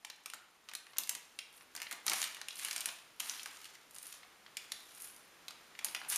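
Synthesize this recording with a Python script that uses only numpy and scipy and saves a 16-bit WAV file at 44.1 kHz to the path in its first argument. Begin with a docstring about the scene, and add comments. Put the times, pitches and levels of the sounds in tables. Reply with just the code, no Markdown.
"""Over the hush of a quiet, bare room, a foil pouch snaps and ticks, close to a one-microphone camera.
Each snap of a crease or high tick of skin on film is a sharp flick and a rattle, with a dull crumple
of the filled body under it. The table gives a quick echo and the room a long soft tail.
Fingers slide on the film as a fine crackle, and the gripped sheet rustles: both are swarms of
random clicks, each a short noisy ring. The hush is shaped noise that slowly swells."""
import sys
import numpy as np
from scipy import signal
from scipy.fft import rfft, irfft, next_fast_len
from scipy.io import wavfile

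SR = 44100
rng = np.random.default_rng(int(sys.argv[2]) if len(sys.argv) > 2 else 0)


def nominal_scale(level):
    """Amplitude ratio for a level in decibels (scalar or array-like)."""
    x = np.asarray(level, float) / 20
    return 10 ** x


def pcm_store(signal):
    """Save signal as 16-bit PCM."""
    levels = np.round(np.clip(np.atleast_2d(signal), -1, 1) * 32767)
    wavfile.write(sys.argv[1], SR, levels.astype(np.int16).T)


N = 272449
TIME = np.arange(N) / SR  # seconds


def shape(table, hz):
    """Gain of a (Hz, dB) table, read along a log frequency axis."""
    f, db = np.transpose(table)
    return nominal_scale(np.interp(np.log(hz + 1), np.log(f), db))


def colour(x, gain):
    """Filter by a gain function of Hz."""
    size = next_fast_len(x.shape[-1])
    spectrum = rfft(x, size) * gain(np.fft.rfftfreq(size, 1 / SR))
    return irfft(spectrum, size)[..., :x.shape[-1]]


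def unit(x):
    """Scale to rms 1."""
    return x / np.sqrt(np.mean(x ** 2))


def peak(hz, centre_hz, width_hz):
    """Response of one resonance, gain 1 at its centre."""
    return 1j * hz * width_hz / (centre_hz ** 2 - hz ** 2 + 1j * hz * width_hz)


def ring_down(t, t60_s):
    """Exponential decay that falls 60 dB in t60_s."""
    return np.exp(-np.log(1000) * t / t60_s)


# Colour of the room's air. Each row: frequency in Hz, relative density in dB per Hz.
HUSH_COLOUR = [(12, -57), (20, -7.5), (70, -8), (357, -2), (759, -4), (949, -3.5), (1330, -2), (3070, -7),
               (5680, -13), (12400, -17), (14700, -22.5), (16000, -38)]
# The slow swell of the air. Each row: time in seconds, change of level in dB.
HUSH_SWELL = [(0, -2), (2, 4), (4, 4), (6.18, 7)]
HUSH_BASE_DB = -67.5  # rms before the swell


def hush():
    """Air of the room: noise with a fixed colour and a slowly swelling level."""
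    noise = rng.standard_normal(N)
    air = unit(colour(noise, lambda hz: shape(HUSH_COLOUR, np.minimum(hz, 14700))))
    swell_db = np.interp(TIME, *np.transpose(HUSH_SWELL))
    return nominal_scale(HUSH_BASE_DB + swell_db) * air


# Snapping creases, and fine high ticks of skin on film. Each row: time in seconds, level in dB,
# resonance in Hz, lows in dB and highs in dB that set the tilt of the spectrum.
SNAPS_AND_TICKS = [(0.0476, -28, 854, -20.5, -6.5), (0.0996, -32, 3900, -14.5, -10),
                   (0.161, -50, 8000, -30, 1), (0.236, -53, 6000, -30, 0), (0.2587, -26, 1300, -12.5, 0),
                   (0.2998, -30.5, 3180, -26, -4), (0.3355, -27, 1360, -14, -7),
                   (0.342, -35.5, 9000, -30, 9), (0.687, -32, 1200, -27, -19), (0.6942, -38, 4000, -15, -3),
                   (0.714, -37, 1730, -7, -13), (0.7353, -30, 1780, -17, -2),
                   (0.7506, -22.5, 4020, -16.5, 3), (0.867, -39, 1960, -3, -17),
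                   (0.933, -41.5, 1200, -6, -21), (0.9628, -39, 2240, -8, -21),
                   (0.9688, -33, 6900, -13, -23), (0.9834, -12.5, 12000, -20, 1.5),
                   (1.0346, -27.5, 4610, -21, 2), (1.0734, -32, 2220, -35, 2), (1.0927, -15, 8100, -19, 6),
                   (1.15, -25, 8500, -17.5, -5), (1.3882, -25, 2800, -25.5, -10),
                   (1.6088, -42, 1970, -12, -21), (1.7507, -28.5, 6550, -5, 3), (1.763, -27, 5500, -20, 2),
                   (1.7746, -33, 2010, -20, -13), (1.801, -30.5, 2370, -6, -3),
                   (1.8172, -24.5, 2190, -12, -1), (1.8286, -31.5, 2270, -24, -2),
                   (1.867, -30.5, 1940, -22, -37), (1.911, -25.5, 1770, -10, 2), (1.9173, -28, 1770, -2, 3),
                   (1.9255, -25, 2020, -17, 1), (2.065, -17, 3800, -5.5, 8.5),
                   (2.0796, -15, 5800, -11.5, -7), (2.0965, -16, 5360, -26, 3),
                   (2.117, -20.5, 2270, -6, -9), (2.1326, -18, 10300, -16, -17),
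                   (2.1586, -35, 6210, -20, -10), (2.216, -18.5, 6840, -17, -1),
                   (2.2272, -20.5, 1960, -20, -9), (2.2397, -20.5, 8500, -25, -29),
                   (2.2552, -32, 2290, -18, -13), (2.346, -30.5, 3020, -31, -2.5),
                   (2.3678, -33, 1120, -9, -8), (2.4142, -26, 1110, -17.5, -11),
                   (2.484, -24, 2700, -32, -6), (2.5064, -31, 4040, -20, -14), (2.5287, -40, 2880, -24, 1),
                   (2.5566, -32, 10100, -32, -13), (2.5681, -37, 4310, -32, -9),
                   (2.59, -31, 10400, -30, -15), (2.5953, -29, 7450, -23, -26),
                   (2.6475, -19, 2850, -18, 4.5), (2.684, -25.5, 1810, -22, -2), (2.71, -21, 2300, -32, -6),
                   (2.7288, -26.5, 5080, -13, 0), (2.7615, -20.5, 8700, -14.5, -8),
                   (2.7792, -25.5, 5000, -24, -2), (2.806, -22.5, 3220, -36, 4),
                   (2.814, -29, 2880, -27, -11), (2.8572, -16, 9800, -15.5, 2),
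                   (2.8875, -27, 2720, -13, -16), (3.1982, -25.5, 2980, -19, 0),
                   (3.202, -19, 2700, -16, 4.5), (3.2957, -20, 5800, -20, -5),
                   (3.3949, -30, 2570, -29, -29), (3.431, -31, 6160, -29, 3),
                   (3.458, -26.5, 1360, -7.5, -3), (3.57, -38.5, 1300, -36, -10),
                   (3.643, -35, 2820, -25, 0), (3.6533, -35, 3230, -23, -7), (3.7519, -41, 2000, -33, -10),
                   (3.909, -41.5, 9960, -22, 7), (3.945, -40, 10400, -27, 1),
                   (3.9517, -36.5, 10300, -24, 6), (3.9614, -36.5, 8840, -12, -7),
                   (3.9838, -31, 9500, -38, -8), (4.028, -33, 10100, -25, 6), (4.067, -32, 10400, -29, 3),
                   (4.125, -32.5, 3340, -25, 2), (4.2311, -39.5, 2040, -16, -47),
                   (4.4623, -38, 3230, -13, -42), (4.5691, -22.5, 2400, -35, -6.5),
                   (4.7191, -20.5, 4040, -19, -1), (4.949, -40, 10100, -25, 5), (5.002, -36, 9980, -23, -3),
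                   (5.02, -30, 9350, -20, 12), (5.043, -33.5, 10200, -12, 6), (5.163, -40, 10100, -28, -3),
                   (5.4816, -27.5, 4270, -14.5, -5.5), (5.507, -34, 1180, -22, -11),
                   (5.7506, -38.5, 1850, -18, -25.5), (5.7899, -26.5, 2270, -10, -8),
                   (5.8452, -15, 10700, -19, 1), (5.852, -25, 9000, -25, 7), (5.8653, -31, 2520, -22, -16),
                   (5.8843, -32.5, 4860, -12, -19), (5.9477, -19.5, 3200, -13, -7),
                   (5.962, -30.5, 2000, -8, -25), (6.015, -29, 1940, -4.5, -38),
                   (6.031, -39, 1300, -4, -37), (6.048, -35, 2680, -4, -13), (6.099, -18.5, 10500, -33, 7),
                   (6.1589, -14.5, 6900, -18, 6)]
SNAP_LAG_S = .0008  # each flick sounds this long after its listed time
HISS_T60_S, DRUM_T60_S = 0.017, 0.042
RATTLE_DB = -8.5  # rattle after each flick


def snaps_and_ticks():
    """Each snap or tick is a sharp flick, then a resonant rattle that loses its treble first."""
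    size, lead = 4096, 256  # samples; the lead leaves room for the filter's ringing ahead of the flick
    out, t = np.zeros(N + size), TIME[:size]
    hz = np.fft.rfftfreq(size, 1 / SR)
    rattles = rng.standard_normal((len(SNAPS_AND_TICKS), 2, size))
    for (s, db, ring_hz, low_db, high_db), (bright, dull) in zip(SNAPS_AND_TICKS, rattles):
        flick = 0.11 * bright * np.exp(t / -.0004)
        flick[0] += 1.6
        hiss = bright * ring_down(t, HISS_T60_S)
        drum = dull * ring_down(t, DRUM_T60_S)
        tilt = shape([(60, low_db - 41), (300, low_db - 4), (1000, low_db + 10), (2200, 0.5 * low_db + 8.5),
                      (4500, 0.049 * low_db + 0.17), (10000, high_db + 3.5), (16000, high_db - 8.0)], hz)
        resonance = 1.47 * peak(hz, ring_hz, 0.18 * ring_hz)
        muffled_drum = rfft(drum) / (1 + 1j * hz / 4000)
        wave = rfft(flick + nominal_scale(RATTLE_DB) * hiss) + nominal_scale(RATTLE_DB) * muffled_drum
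        sound = np.roll(irfft(wave * (tilt + resonance)), lead)
        # the level follows the energy up to 64 samples past the flick
        sound = sound / np.sqrt(np.sum(sound[:lead + 64] ** 2) / 6)
        at = int((s + SNAP_LAG_S) * SR) - lead
        out[at:at + size] += nominal_scale(db) * sound
    return out[:N]


BUILD_DB = 30.5  # how far a movement climbs during its build-up


def effort(rows, fade_db_per_s, rest_db):
    """Level in dB of movements that build up, hold and fade; their powers add to that of a still hand."""
    power = nominal_scale(rest_db) ** 2
    for s, build_s, hold_s, db in rows:
        below_before = BUILD_DB * (s - TIME) / max(build_s, 1e-3)
        below_after = fade_db_per_s * (TIME - s - hold_s)
        drop = np.maximum(below_before, below_after)
        power = power + nominal_scale(db - np.clip(drop, 0, 99)) ** 2
    return 10 * np.log10(power)


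def swarm(db, per_s, spread_db, ring_s):
    """Random clicks, many small and few large, each a short noisy ring; a higher level packs them closer."""
    rate = np.clip(per_s * nominal_scale(.6 * (db + 62.0)), 100, 6000)  # clicks per second
    sizes = nominal_scale(spread_db * np.minimum(rng.exponential(size=N), 4))
    clicks = (rng.random(N) < rate / SR) * sizes
    fade = ring_down(TIME[:2048], max(ring_s, 1e-3))
    power = signal.fftconvolve(clicks ** 2 / rate, fade ** 2)[:N]
    return unit(np.sqrt(np.abs(power)) * rng.standard_normal(N))


BODY_DB, BODY_RISE_S = -23.5, .015  # the level adds to the level and lows of each snap or tick
BODY_FADE_DB_PER_S, BODY_REST_DB = 209, -75


def body_crumple():
    """Dull crumples of the filled body under each snap or tick: a swarm through two low resonances."""
    jolts = [(s + BODY_RISE_S, BODY_RISE_S, 0, db + low_db + BODY_DB)
             for s, db, _, low_db, _ in SNAPS_AND_TICKS]
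    body_db = effort(jolts, BODY_FADE_DB_PER_S, BODY_REST_DB)
    clicks = swarm(body_db, 200, 2.35, 0.048)
    body = unit(colour(clicks, lambda hz: peak(hz, 313, 360) ** 2 + 2.2 * peak(hz, 847, 540)))
    return nominal_scale(body_db) * body


# How long the bare room rings. Each row: band centre in Hz, time to fall 60 dB in seconds.
ROOM_DECAY = [(200, 0.15), (800, 0.56), (2500, 0.61), (6000, 0.24), (12000, 0.18)]
ROOM_GAP_S = 0.01  # the tail swells in over about this time


def tail():
    """A diffuse answer of the room that dies band by band, scaled to energy 1."""
    t, out = TIME[:SR], 0
    for (centre_hz, t60_s), noise in zip(ROOM_DECAY, rng.standard_normal((len(ROOM_DECAY), SR))):
        band = colour(noise, lambda hz: peak(hz, centre_hz, centre_hz))
        out = out + band * ring_down(t, t60_s)
    out = out * (1 - np.exp(-(t / ROOM_GAP_S) ** 2))
    return out / np.sqrt(np.sum(out ** 2))


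ROOM_DB = -8.5
TABLE_S, TABLE_SHARE = 0.000696, 0.043  # delay and gain of the echo off the table top


def room(x, count=6):
    """The quick echo from the table, then the tail; the pouch keeps moving, so the tail keeps changing."""
    out = colour(x, lambda hz: 1 + TABLE_SHARE * np.exp(-2j * np.pi * hz * TABLE_S))
    place = TIME * 25 % count  # passes 25 tails a second, round and round
    for k in range(count):
        away = np.abs((place - k + count / 2) % count - count / 2)
        share = np.cos(np.pi / 2 * np.minimum(away, 1))
        out = out + nominal_scale(ROOM_DB) * signal.fftconvolve(x * share, tail())[:N]
    return out


# Fingers that slide on the film. Each row: full from in seconds, build-up in seconds,
# hold in seconds, level in dB.
FINGER_SLIDES = [(.9, 0.43, .03, -73), (1.07, .03, 0.065, -64), (1.54, 0.11, 0.028, -64),
                 (1.85, 0.17, 0.067, -67), (2.08, .06, .02, -55), (2.16, .05, 0.046, -47),
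                 (2.57, 0.086, 0.18, -55), (2.88, .1, .02, -63), (3.25, 0.11, 0.051, -52.5),
                 (3.4, .1, 0.21, -69), (3.95, .1, 0.033, -62), (4.03, .1, 0.072, -57.5),
                 (4.76, .04, 0.14, -66), (4.955, .04, .02, -60), (5.01, 0.083, 0.046, -52),
                 (5.15, .1, 0.033, -66), (5.85, 0.035, 0.083, -57), (6.088, 0.009, 0.037, -40)]
SLIDE_FADE_DB_PER_S, FINE_REST_DB = 145, -85
FINE_HZ, FINE_WIDTH_HZ = 10200, 3400


def film_drag():
    """A finer crackle where skin drags on the film: dense, brief clicks through a high resonance."""
    fine_db = effort(FINGER_SLIDES, SLIDE_FADE_DB_PER_S, FINE_REST_DB)
    clicks = swarm(fine_db, 900, 3.4, 0.0027)
    fine = unit(colour(clicks, lambda hz: peak(hz, FINE_HZ, FINE_WIDTH_HZ) ** 2))
    return nominal_scale(fine_db) * fine


# Grips that crush the sheet. Each row: full from in seconds, build-up in seconds,
# hold in seconds, level in dB.
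CRUSHING_GRIPS = [(1.0, .03, 0.25, -73), (1.54, 0.12, 0.024, -65.5), (1.8, .15, 0.092, -65),
                  (1.925, .05, 0.0092, -63), (2.075, 0.036, 0.13, -43.5), (2.21, .05, 0.021, -52),
                  (2.63, 0.2, 0.026, -46.5), (2.72, .1, 0.18, -52), (3.21, 0.027, 0.15, -49.5),
                  (3.4, .1, 0.15, -57), (3.6, .1, 0.11, -60.5), (4.07, 0.33, 0.068, -58),
                  (4.59, 0.056, 0.33, -62.5), (5.02, 0.26, 0.071, -59), (5.85, .1, .22, -71),
                  (6.088, .01, .02, -51), (6.115, .04, 0.017, -40)]
# Colour of the rustling sheet. Each row: frequency in Hz, relative density in dB per Hz.
SHEET_COLOUR = [(88, -55), (150, -27), (259, -12), (545, -13.5), (774, -6.5), (1260, 1), (7770, -2.5),
                (9440, -4.5), (14500, -10.5), (16000, -50)]
GRIP_FADE_DB_PER_S, SHEET_REST_DB = 135, -78.5


def sheet_rustle():
    """Small buckles all over the sheet: a swarm of clicks with the sheet's own colour."""
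    sheet_db = effort(CRUSHING_GRIPS, GRIP_FADE_DB_PER_S, SHEET_REST_DB)
    clicks = swarm(sheet_db, 300, 2.03, 0.028)
    sheet = unit(colour(clicks, lambda hz: shape(SHEET_COLOUR, np.minimum(hz, 14700))))
    return nominal_scale(sheet_db) * sheet


def scene():
    """Pouch, room and hush all reach one microphone."""
    pouch = snaps_and_ticks() + body_crumple() + film_drag() + sheet_rustle()
    mono = room(pouch) + hush()
    return np.array([mono, mono])


# Response of the microphone, with a notch. Each row: frequency in Hz, gain in dB.
MICROPHONE_RESPONSE = [(20, -4.5), (7400, 1), (7800, -6.5), (8200, 0), (15000, 0)]
# The cut top of its range. Each row: frequency in Hz, gain in dB.
TOP_CUT = [(15250, 0), (15400, -30), (16500, -36)]


def microphone(x):
    """Filter by the microphone's response and its cut top."""
    return colour(x, lambda hz: shape(MICROPHONE_RESPONSE, hz) * shape(TOP_CUT, hz))


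# Faint noise between the channels. Each row: frequency in Hz, level in dB relative to the hush.
SIDE_LEVEL = [(60, -15), (250, -17.5), (800, -14), (1500, -21.5), (3000, -16.5), (8000, -11), (14000, -10)]


def side_noise():
    """A fresh draw of hush-like noise, turned down band by band."""
    return microphone(colour(hush(), lambda hz: shape(SIDE_LEVEL, hz)))


def roll_off(x):
    """The treble ends steeply here."""
    return signal.sosfilt(signal.butter(12, 16530, fs=SR, output="sos"), x)


def record(dry):
    """One microphone feeds both channels; a faint noise joins them in opposite polarity."""
    mid = microphone(dry[0])
    side = side_noise()
    return roll_off(np.array([mid + side, mid - side]))


dry = scene()
out = record(dry)
pcm_store(out)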